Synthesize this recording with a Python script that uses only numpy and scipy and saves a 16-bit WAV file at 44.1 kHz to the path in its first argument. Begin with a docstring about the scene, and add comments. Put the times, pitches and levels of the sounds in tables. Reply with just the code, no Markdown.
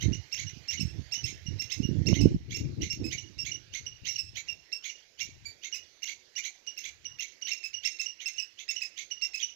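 """Small animals call outdoors in the wind. From the start, over faint air, gusts and eddies buffet both
microphone ports; the left is nearly shut to the air and carries mostly its own wind. At once one animal
repeats a rough rising chirp, then several join with short level pips; walls throw the calls back.
Just after 2 s the wind peaks and the first of five ever fainter dull knocks sounds on the right.
The gusts then die down while the calls go on to the end, the pips louder from about 7 s."""
import sys
import numpy as np
from scipy import signal
from scipy.fft import rfft, irfft
from scipy.io import wavfile
from scipy.ndimage import uniform_filter1d

SR = 44100
rng = np.random.default_rng(int(sys.argv[2]) if len(sys.argv) > 2 else 0)


def put_to_file(sound):
    """Save the sound as 16-bit audio at rate SR, in the file named by the first command-line argument."""
    columns = np.atleast_2d(sound).T  # one column per channel
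    safe = np.clip(columns, -1, 1)
    whole_steps = np.round(safe * 32767)
    wavfile.write(sys.argv[1], SR, whole_steps.astype(np.int16))


N = 421155
EDGE_HZ = 15750  # top of the audible band
# tone colour of the chirps and breath noise, peaks near 2.5 and 6 kHz, faint fizz near 14 kHz:
# f/Hz, gain/dB
CALL_COLOUR = [(1200, -44), (1750, -15.5), (2200, 2), (2700, 3.5), (3200, -10.5), (3700, -1.5),
               (4500, -10.5), (5300, -17.5), (6000, 0), (6800, -5.5), (7250, -17.5), (7700, -59.5),
               (9800, -51.5), (11500, -37.5), (13800, -27), (15500, -44.5)]


def gain_of(db):
    """Decibels to a factor."""
    return 10 ** (np.asarray(db) / 20)


def unit_rms(x):
    """Scaled to rms 1."""
    return x / np.sqrt(np.mean(x ** 2) + 1e-20)


def curve_at(points, hz):
    """Value of a curve at hz, with straight lines on a log frequency axis."""
    f, value = np.transpose(points)
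    return np.interp(np.log(hz + 1), np.log(f + 1), value)


def add(mix, s, sound):
    """Mixes sound in at time s."""
    at = round(s * SR)
    part = mix[max(at, 0):][:len(sound) + min(at, 0)]
    part += sound[max(-at, 0):][:len(part)]


def wobble(count, hz):
    """Random drift of rms 1, up to about hz."""
    drift = signal.lfilter(*signal.butter(2, hz, fs=SR), rng.standard_normal(count + 2000))
    return unit_rms(drift[2000:])


def shaped_noise(db, size=1024):
    """Noise whose short-time spectrum follows db (bins x frames)."""
    spectra = rng.standard_normal(db.T.shape).T + 1j * rng.standard_normal(db.T.shape).T
    return signal.istft(spectra * gain_of(db), nperseg=size, noverlap=size - size // 4)[1][:N]


def air(patchy_db=2.9):
    """A faint, slightly patchy bed of outdoor hiss, louder at the open right port."""
    # bed spectrum at each port, before the swell: f/Hz, level/dB per Hz
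    left_colour = [(60, -102), (200, -108), (350, -104), (600, -116), (1300, -119), (2800, -121),
                   (5500, -127), (7400, -134), (9000, -128), (13300, -123), (15500, -132)]
    right_colour = [(60, -108.9), (200, -109.3), (350, -96.5), (600, -101.6), (1200, -107.6), (2000, -96.5),
                    (2800, -99.5), (4200, -99.1), (6000, -99), (7400, -111.6), (8800, -140.0),
                    (11000, -122.8), (13500, -120.9), (15500, -129.9)]
    # fader ride on the right bed: t/s, gain/dB
    swell = [(0, 9.5), (2.3, 8.5), (2.42, 2), (2.7, 5), (3.4, 4), (9.55, 3)]
    hz, frames, beds = np.fft.rfftfreq(1024, 1 / SR), N // 256 + 3, []
    for colour in left_colour, right_colour:
        patches = uniform_filter1d(rng.standard_normal((frames, len(hz))), 14, axis=0)
        patches = unit_rms(uniform_filter1d(patches, 12, axis=1)).T
        level_db = curve_at(colour, hz)
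        rms = np.sqrt(gain_of(2 * level_db).sum() * hz[1])
        beds.append(rms * unit_rms(shaped_noise(level_db[:, None] + patchy_db * patches)))
    swell_db = np.interp(np.arange(N) / SR, *np.transpose(swell))
    return np.array([beds[0], beds[1] * gain_of(swell_db)])


def gusting(t, port, rise_db_per_s=261, fall_db_per_s=167, calm_db=-83.5):
    """Wind envelope in dB at a port: each gust rises, holds and falls over the calm."""
    # gusts: t/s, hold/s, level/dB, port (0 left, 1 right)
    gusts = [(0.058, 0.05, -25, 1), (0.4, 0.17, -40.5, 1), (0.801, 0.04, -31, 1), (0.938, 0.06, -34.5, 1),
             (1.24, 0.05, -33.5, 1), (1.5, 0.06, -33.5, 1), (1.801, 0.2, -27.5, 1), (2.06, 0.21, -20.5, 1),
             (2.56, 0.16, -40.5, 1), (2.789, 0.03, -32, 1), (3.019, 0.04, -30, 1), (3.25, 0.36, -48.5, 1),
             (4.2, 0.1, -51, 1), (4.42, 0.15, -63.5, 1), (5.78, 0.05, -60.5, 1), (0.0, 0.03, -41.5, 0),
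             (0.39, 0.03, -48, 0), (0.87, 0.03, -51.5, 0), (1.2, 0.9, -55, 0), (2.24, 0.08, -29, 0),
             (2.47, 0.04, -35, 0), (2.619, 0.04, -28, 0), (2.79, 0.04, -32.5, 0), (2.92, 0.22, -40, 0),
             (3.4, 0.08, -48, 0), (3.719, 0.4, -51.5, 0), (4.22, 0.1, -50, 0), (4.5, 0.07, -58.5, 0),
             (5.27, 0.06, -45.5, 0), (5.4, 0.075, -53.5, 0), (6.15, 0.1, -73, 0), (6.9, 0.25, -58.5, 0),
             (7.7, 0.15, -67.5, 0)]
    power = np.full(len(t), gain_of(2 * calm_db))
    for s, held_s, db, at_port in gusts:
        if round(at_port) == port:
            attack_db = rise_db_per_s * np.maximum(s - t, 0)
            release_db = fall_db_per_s * np.maximum(t - s - held_s, 0)
            power += gain_of(2 * (db - attack_db - release_db))
    return 10 * np.log10(power)


def wind(lumpy_db=3.0, trim_db=0.5, thin_db=16.5, small_eddies=120, eddy_over_wind_db=5):
    """Lumpy rumble, unrelated at the two ports and brighter when strong, with pops from single eddies."""
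    # tone of light and of strong wind: f/Hz, relative level/dB
    breeze = [(15, -36.5), (25, -17), (50, 2), (107, 4.5), (160, -26.5), (220, -32.5), (330, -22),
              (480, -44), (1000, -67), (2200, -95.5)]
    strong_wind = [(15, -51), (25, -23), (97, 7), (228, -12.5), (300, -1), (356, -10.5), (718, -34.5),
                   (1030, -45.5), (1160, -58.5), (1500, -54), (1950, -83.5), (3300, -120)]
    # the strongest eddies to hit a port: t/s, level/dB, f/Hz, port (0 left, 1 right)
    big_eddies = [(0.068, -13, 95, 1), (0.084, -14.5, 142, 1), (0.116, -19.5, 202, 1),
                  (0.813, -17.5, 164, 1), (0.832, -16.5, 130, 1), (0.854, -15.5, 114, 1),
                  (1.246, -22, 100, 1), (1.487, -18.5, 117, 1), (1.803, -13, 183, 1), (1.854, -14, 149, 1),
                  (1.891, -13.5, 230, 1), (1.917, -13.5, 128, 1), (1.99, -10.5, 106, 1),
                  (2.016, -12.5, 121, 1), (2.081, -14.5, 132, 1), (2.1, -12, 175, 1), (2.132, -6.5, 145, 1),
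                  (2.239, -7, 161, 1), (2.258, 0.57, 263, 1), (2.276, -15, 144, 1), (2.347, -11, 183, 1),
                  (2.363, -18, 147, 1), (2.364, -18.5, 122, 0), (2.665, -24.5, 112, 0),
                  (3.016, -22.5, 264, 1)]
    hz, t, out = np.fft.rfftfreq(1024, 1 / SR), np.arange(N) / SR, np.zeros((2, N))
    frame_s = np.arange(N // 256 + 3) * 256 / SR
    # from 2.42 to 3.8 s the right side loses its bass for a reedier flutter
    thin = np.clip((frame_s - 2.42) / .08, 0, 1) * np.clip((3.8 - frame_s) / .2, 0, 1)
    eddies = list(big_eddies)
    for port in range(2):
        level_db = gusting(frame_s, port)
        strength = np.clip((level_db + 50.5) / 30, 0, 1)
        colour_db = np.outer(curve_at(breeze, hz), 1 - strength)
        colour_db += np.outer(curve_at(strong_wind, hz), strength)
        colour_db -= port * np.outer(hz < 180, thin_db * thin - 2.0)
        colour_db -= 10 * np.log10(gain_of(2 * colour_db).sum(0))  # equal power in every frame
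        rumble = shaped_noise(colour_db)
        lumps = gain_of(lumpy_db * wobble(N, 45) + 2 * wobble(N, 12))
        out[port] = gain_of(np.interp(t, frame_s, level_db) + trim_db) * unit_rms(rumble * lumps)
        for when, pitch in rng.random((small_eddies, 2)):  # as strong as the wind allows
            s = when * N / SR
            eddy_db = np.interp(s, frame_s, level_db) + eddy_over_wind_db
            eddies.append((s, eddy_db, np.interp(pitch, [0, 1], [100, 260]), port))
    pop_t = np.arange(-882, 882) / SR
    for s, eddy_db, pop_hz, port in eddies:  # an eddy swings the membrane for a cycle or two
        swing = np.cos(2 * np.pi * pop_hz * pop_t + rng.uniform(-0.75, 1))
        envelope = np.exp(-(pop_t * pop_hz / 0.47) ** 2)
        add(out[round(port)], s + pop_t[0], gain_of(eddy_db) * swing * envelope)
    return signal.lfilter(*signal.butter(2, 70, "high", fs=SR), out)  # the vent lets slow pressure escape


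def breath(count):
    """Air noise with peaks near 2.5 and 6 kHz."""
    colour = gain_of(curve_at(CALL_COLOUR, np.fft.rfftfreq(count, 1 / SR)))
    return unit_rms(irfft(rfft(rng.standard_normal(count)) * colour, count))


def chirp(db, early_db, roughness=.28, breath_db=-13):
    """Harmonics sweep up through a fixed tone colour: the second squeals, then the first and third."""
    # contour of one chirp: t/ms, f/Hz, relative level/dB
    contour = [(-10, 1400, -32), (4, 1500, -14), (10, 1600, 0), (13, 1700, -2), (15, 1850, -9),
               (19, 1990, -2), (26, 2150, 0), (33, 2310, -1), (37, 2260, -10), (43, 2100, -45)]
    at_ms, pitch_hz, shape_db = np.transpose(contour)
    squeal_db = early_db - db
    upper_db = 3.5 + 0.3 * (-35 - db)  # in a weak chirp, partials from the third up drop less
    ms = np.arange(at_ms[0], at_ms[-1], 1000 / SR)
    hz = np.interp(ms, at_ms, pitch_hz) * (1 + 0.021 * wobble(len(ms), 300)) * rng.uniform(0.94, 1.03)
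    phase = 2 * np.pi * np.cumsum(hz) / SR
    voice = gain_of(breath_db + .8 * squeal_db) * breath(len(ms))
    source_db = [0, squeal_db * np.clip((4000 - 2 * hz) / 500, 0, 1), upper_db]
    source_db += [upper_db - 8 * (k * hz < 8000) for k in range(4, 11)]
    for k, partial_db in enumerate(source_db, 1):
        level_db = curve_at(CALL_COLOUR, k * hz) + partial_db - 60 * (k * hz > EDGE_HZ)
        flutter = 1 + roughness * min(k, 4) / 2 * wobble(len(ms), 400)
        voice += gain_of(level_db) * np.sin(k * phase) * flutter
    envelope = np.sqrt(2) * gain_of(db + np.interp(ms, at_ms, shape_db))
    return at_ms[0] / 1000, envelope * voice


def pip(held_ms, hz, db, second_db, break_db, lead_ms=11, high_voice_hz=2855):
    """A breathy scoop leads to a clean held note; at its end the voice may break, briefly hoarse."""
    ms = np.arange(-lead_ms, held_ms + 25, 1000 / SR)
    count = len(ms)
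    half_rise = (2.9 + 0.1857 * break_db) / 200  # the note rises more before a harder break
    bend = np.interp(ms, [-lead_ms, -4, -1, 2, held_ms, held_ms + 8],
                     [.72, .78, .93, 1 - half_rise, 1 + half_rise, .76])
    shape_ms = [-lead_ms, -6, -2, 1.5, 0.79 * held_ms, held_ms, held_ms + 3, held_ms + 8, ms[-1]]
    shape_db = np.interp(ms, shape_ms, [-34, -18, -24, -3, 0, -5, -17 + .2 * break_db, -30, -90])
    jitter = 0.0048 + 0.35 * np.clip(.97 - bend, 0, 1)  # steady only on the held note
    phase = 2 * np.pi * np.cumsum(hz * bend * (1 + jitter * wobble(count, 300))) / SR
    voice = np.sin(phase) + gain_of(second_db) * np.sin(2 * phase + 1) * (1 + 0.18 * wobble(count, 150))
    voice += gain_of(-21) * breath(count)
    # fuzzy upper partials, by where they fall: f/Hz, level/dB against the second partial
    overtones = [(4000, -13.5), (6200, -10), (7000, -5), (8100, -21.5), (8600, -59.5), (10600, -39),
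                 (12000, -50), (13400, -35), (14600, -46.5)]
    for k in range(3, 6):
        level_db = second_db + curve_at(overtones, k * hz * bend)
        voice += gain_of(level_db) * np.sin(k * phase) * (1 + 0.12 * wobble(count, 330))
    puff = gain_of(-19) * np.exp(-((ms + 5) / 5) ** 2) * breath(count)

    break_phase = 2 * np.pi * np.cumsum(2110 * (1 + 0.041 * wobble(count, 300))) / SR
    hoarse = 0.42 * np.sin(break_phase) + 0.24 * np.sin(2 * break_phase) + np.sin(3 * break_phase)
    hoarse += 0.59 * breath(count)
    hoarse *= gain_of(break_db) * np.exp(-((ms - held_ms - 7) / 5) ** 2)

    # brief high fizz at 11.5-14.3 kHz at the pip's end, with a thin tone on lower pips
    fizz_db = (-64.5 if hz > high_voice_hz else -52) + 0.2 * break_db - db
    hiss = signal.lfilter(*signal.butter(3, [11500, 14300], "band", fs=SR), rng.standard_normal(count))
    on_pitch = 1 - 10 * np.clip(1 - bend, 0, .1)
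    thin_tone = on_pitch * np.sin(5 * phase) * (1 + .5 * wobble(count, 500))
    fizz = 0.45 * unit_rms(hiss) + (hz < high_voice_hz) * thin_tone
    fizz *= gain_of(fizz_db) * np.exp(-((ms - 1.2 * held_ms) / 10) ** 2)
    envelope = np.sqrt(2) * gain_of(db) * signal.windows.tukey(count, .2)
    return -lead_ms / 1000, envelope * (gain_of(shape_db) * voice + puff + hoarse + fizz)


def wall_echoes(far_db=-22, far_t60_s=0.68, fade_in_ms=9):
    """Three sparse reverb tails for three places: near walls die fast, far ones linger."""
    # decay of the near walls: f/Hz, T60/s
    near_t60 = [(2000, 0.17), (4000, 0.23), (6000, 0.22), (12000, 0.15)]
    taps = np.zeros((3, SR))
    at = np.arange(0, SR - 22, 22) + rng.integers(0, 22, (3, (SR - 1) // 22))
    np.put_along_axis(taps, at, rng.choice([-1., 1.], at.shape), 1)
    wall_db = 3.2 * rng.standard_normal((3, SR // 441 + 1))  # some walls answer louder
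    taps *= gain_of(wall_db).repeat(441, 1)[:, :SR]
    hz, t, spectra = signal.stft(taps, SR, nperseg=256)
    decay = gain_of(-60 * t / curve_at(near_t60, hz)[:, None]) + gain_of(far_db - 60 * t / far_t60_s)
    fade_in = np.clip(np.arange(SR) / SR * 1000 / fade_in_ms, 0, 1) ** 2
    tails = signal.istft(spectra * decay, SR, nperseg=256)[1][:, :SR] * fade_in
    return tails / np.linalg.norm(tails, axis=1)[:, None]


def animals(pip_wet_db=-4, chirp_wet_db=-2.5):
    """All calls, direct and off the walls; they take the three tails in turn, as if shifting place."""
    # chirp cues, before the tone colour: t/s, level/dB, early squeal level/dB
    chirps = [(0.002, -36, -30), (0.37, -35, -29.5), (0.71, -36, -29), (1.258, -40.5, -30),
              (1.694, -36.5, -29), (2.132, -37, -26.5), (2.5, -40, -30.5), (2.811, -38, -29),
              (3.105, -35.5, -27.5), (3.444, -36.5, -29), (3.729, -36, -30), (4.046, -35.5, -28.5),
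              (4.351, -35.5, -29), (4.834, -37.5, -27), (5.185, -35.5, -28.5), (5.626, -39.5, -30.5),
              (6.066, -35.5, -29), (6.362, -35.5, -41.5), (6.431, -35, -29), (6.833, -38.5, -30),
              (7.205, -41.5, -30), (7.462, -34.5, -27.5), (7.828, -37.5, -28), (8.195, -47.5, -30),
              (8.581, -48, -29), (8.968, -39.5, -27.5), (9.392, -44, -24.5)]
    # pip cues: t/s, hold/ms, f/Hz, level/dB, second partial/dB, closing break/dB (last two relative)
    pips = [(0.129, 11.6, 2890, -33.5, 0, -7), (0.325, 14, 2768, -33, 6.5, 0.5),
            (0.467, 24, 2890, -41, 3, -4), (0.684, 20.6, 2784, -33.5, 7.5, -2.5),
            (0.773, 17, 2910, -35, -1, -22), (0.801, 15.8, 2678, -33, 7.5, -10),
            (1.121, 15.3, 2747, -33, 7.5, 1), (1.149, 23, 2946, -37.5, 4, -8),
            (1.24, 13.6, 2682, -33, 6, -4), (1.464, 14.3, 2865, -37.5, 2, -27),
            (1.595, 20.6, 2748, -35, 8, 0.5), (1.719, 12.5, 2662, -32.5, 4, -8),
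            (1.831, 24, 2853, -34.5, -1.5, -31), (2.067, 14.5, 2760, -29.5, 5.5, -1),
            (2.188, 14, 2895, -34, 0, -8), (2.211, 9.7, 2650, -36, 8.5, -21),
            (2.544, 21, 2757, -35.5, 5.5, 0.5), (2.819, 5.6, 2897, -30.5, 1.5, -7),
            (2.901, 22, 2760, -33, 5.5, -5), (3.042, 18, 2582, -37, 3, -8),
            (3.18, 11.4, 2900, -33.5, 0, -17), (3.388, 20.7, 2748, -33, 3.5, -19),
            (3.515, 10.6, 2887, -30, 0.5, -15), (3.864, 9.5, 2898, -31.5, 0.5, -29),
            (4.084, 20.6, 2797, -35, 8, -6), (4.158, 9, 2840, -30.5, 3.5, -38.5),
            (4.188, 13, 2667, -32.5, 6.5, -28), (4.485, 21, 2768, -29, -4, -37),
            (4.726, 13, 2725, -30.5, 4.5, -26), (4.897, 6.9, 2860, -33, 0, -10),
            (5.208, 15.3, 2790, -31.5, 1.5, -8), (5.454, 18.7, 2312, -39, 2, -29),
            (5.725, 14, 2900, -31, 0.5, -13), (5.742, 11, 2560, -33.5, -0.5, -5),
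            (6.029, 7.1, 2830, -29, -1.5, -4.5), (6.361, 13.5, 2890, -32.5, 2, -1.5),
            (6.673, 14, 2874, -32.5, 0.5, -27.5), (6.775, 10, 2737, -35, 0, -1.5),
            (7.052, 18, 2885, -35, 2, -41), (7.194, 8.1, 2760, -28.5, -6, -6),
            (7.422, 11.8, 2912, -32.5, 1.5, -22.5), (7.514, 14.3, 2734, -25, -2.5, -10),
            (7.638, 15, 2620, -31, -2, -11.5), (7.74, 13, 2880, -29.5, -1, -29),
            (7.851, 17.2, 2713, -25.5, 2, -5), (7.995, 14.3, 2665, -28, -0.5, -4.5),
            (8.06, 11.4, 2870, -29.5, 2, -32), (8.258, 20.8, 2685, -28, -0.5, -4),
            (8.381, 13, 2890, -28, -2, -29), (8.396, 9.5, 2630, -29, 0.5, -29.5),
            (8.688, 18, 2680, -28, 0.5, -3.5), (8.762, 9, 2886, -28, -2, -31),
            (8.817, 11.4, 2595, -27, -2, -10.5), (9.111, 15, 2900, -30, -1.5, -37.5),
            (9.221, 21, 2752, -26, 0.5, -11.5), (9.342, 11.5, 2616, -28, -1, -10),
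            (9.427, 11.6, 2940, -26.5, 0, -27)]
    calls = [(s, pip(*row), pip_wet_db) for s, *row in pips]
    calls += [(s, chirp(*row), chirp_wet_db) for s, *row in chirps]
    direct, sends = np.zeros(N), np.zeros((3, N))
    for k, (s, (offset_s, sound), wet_db) in enumerate(calls):
        add(direct, s + offset_s, sound)
        add(sends[k % 3], s + offset_s, gain_of(wet_db) * sound)
    return direct + signal.fftconvolve(sends, wall_echoes(), axes=1)[:, :N].sum(0)


def knocks():
    """Dull little taps, damped too fast to ring."""
    # knock cues: t/s, gain/dB
    hits = [(2.128, -13), (4.373, -39), (6.45, -50), (7.485, -52), (8.851, -59)]
    out, t = np.zeros(N), np.arange(600) / SR
    body = np.sin(2 * np.pi * 560 * t) + 0.22 * np.sin(2 * np.pi * 950 * t)
    envelope = np.exp(-t / .002) * (1 - np.exp(-t / .001))
    for s, db in hits:
        add(out, s, gain_of(db) * body * envelope)
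    return out


def scene():
    """Wind and air on both sides, calls and knocks right; a trace of the calls leaks left, inverted."""
    calls = animals()
    leak = -gain_of(-48.5) * signal.lfilter(*signal.butter(2, [2050, 2450], "band", fs=SR), calls)
    return np.array([leak, calls + knocks()]) + wind() + air()


def record(dry):
    """A steep low-pass takes off the very top."""
    low_pass = signal.firwin(511, EDGE_HZ, window=("kaiser", 9), fs=SR)
    return signal.oaconvolve(dry, low_pass[None], "same")


dry = scene()
out = record(dry)
put_to_file(out)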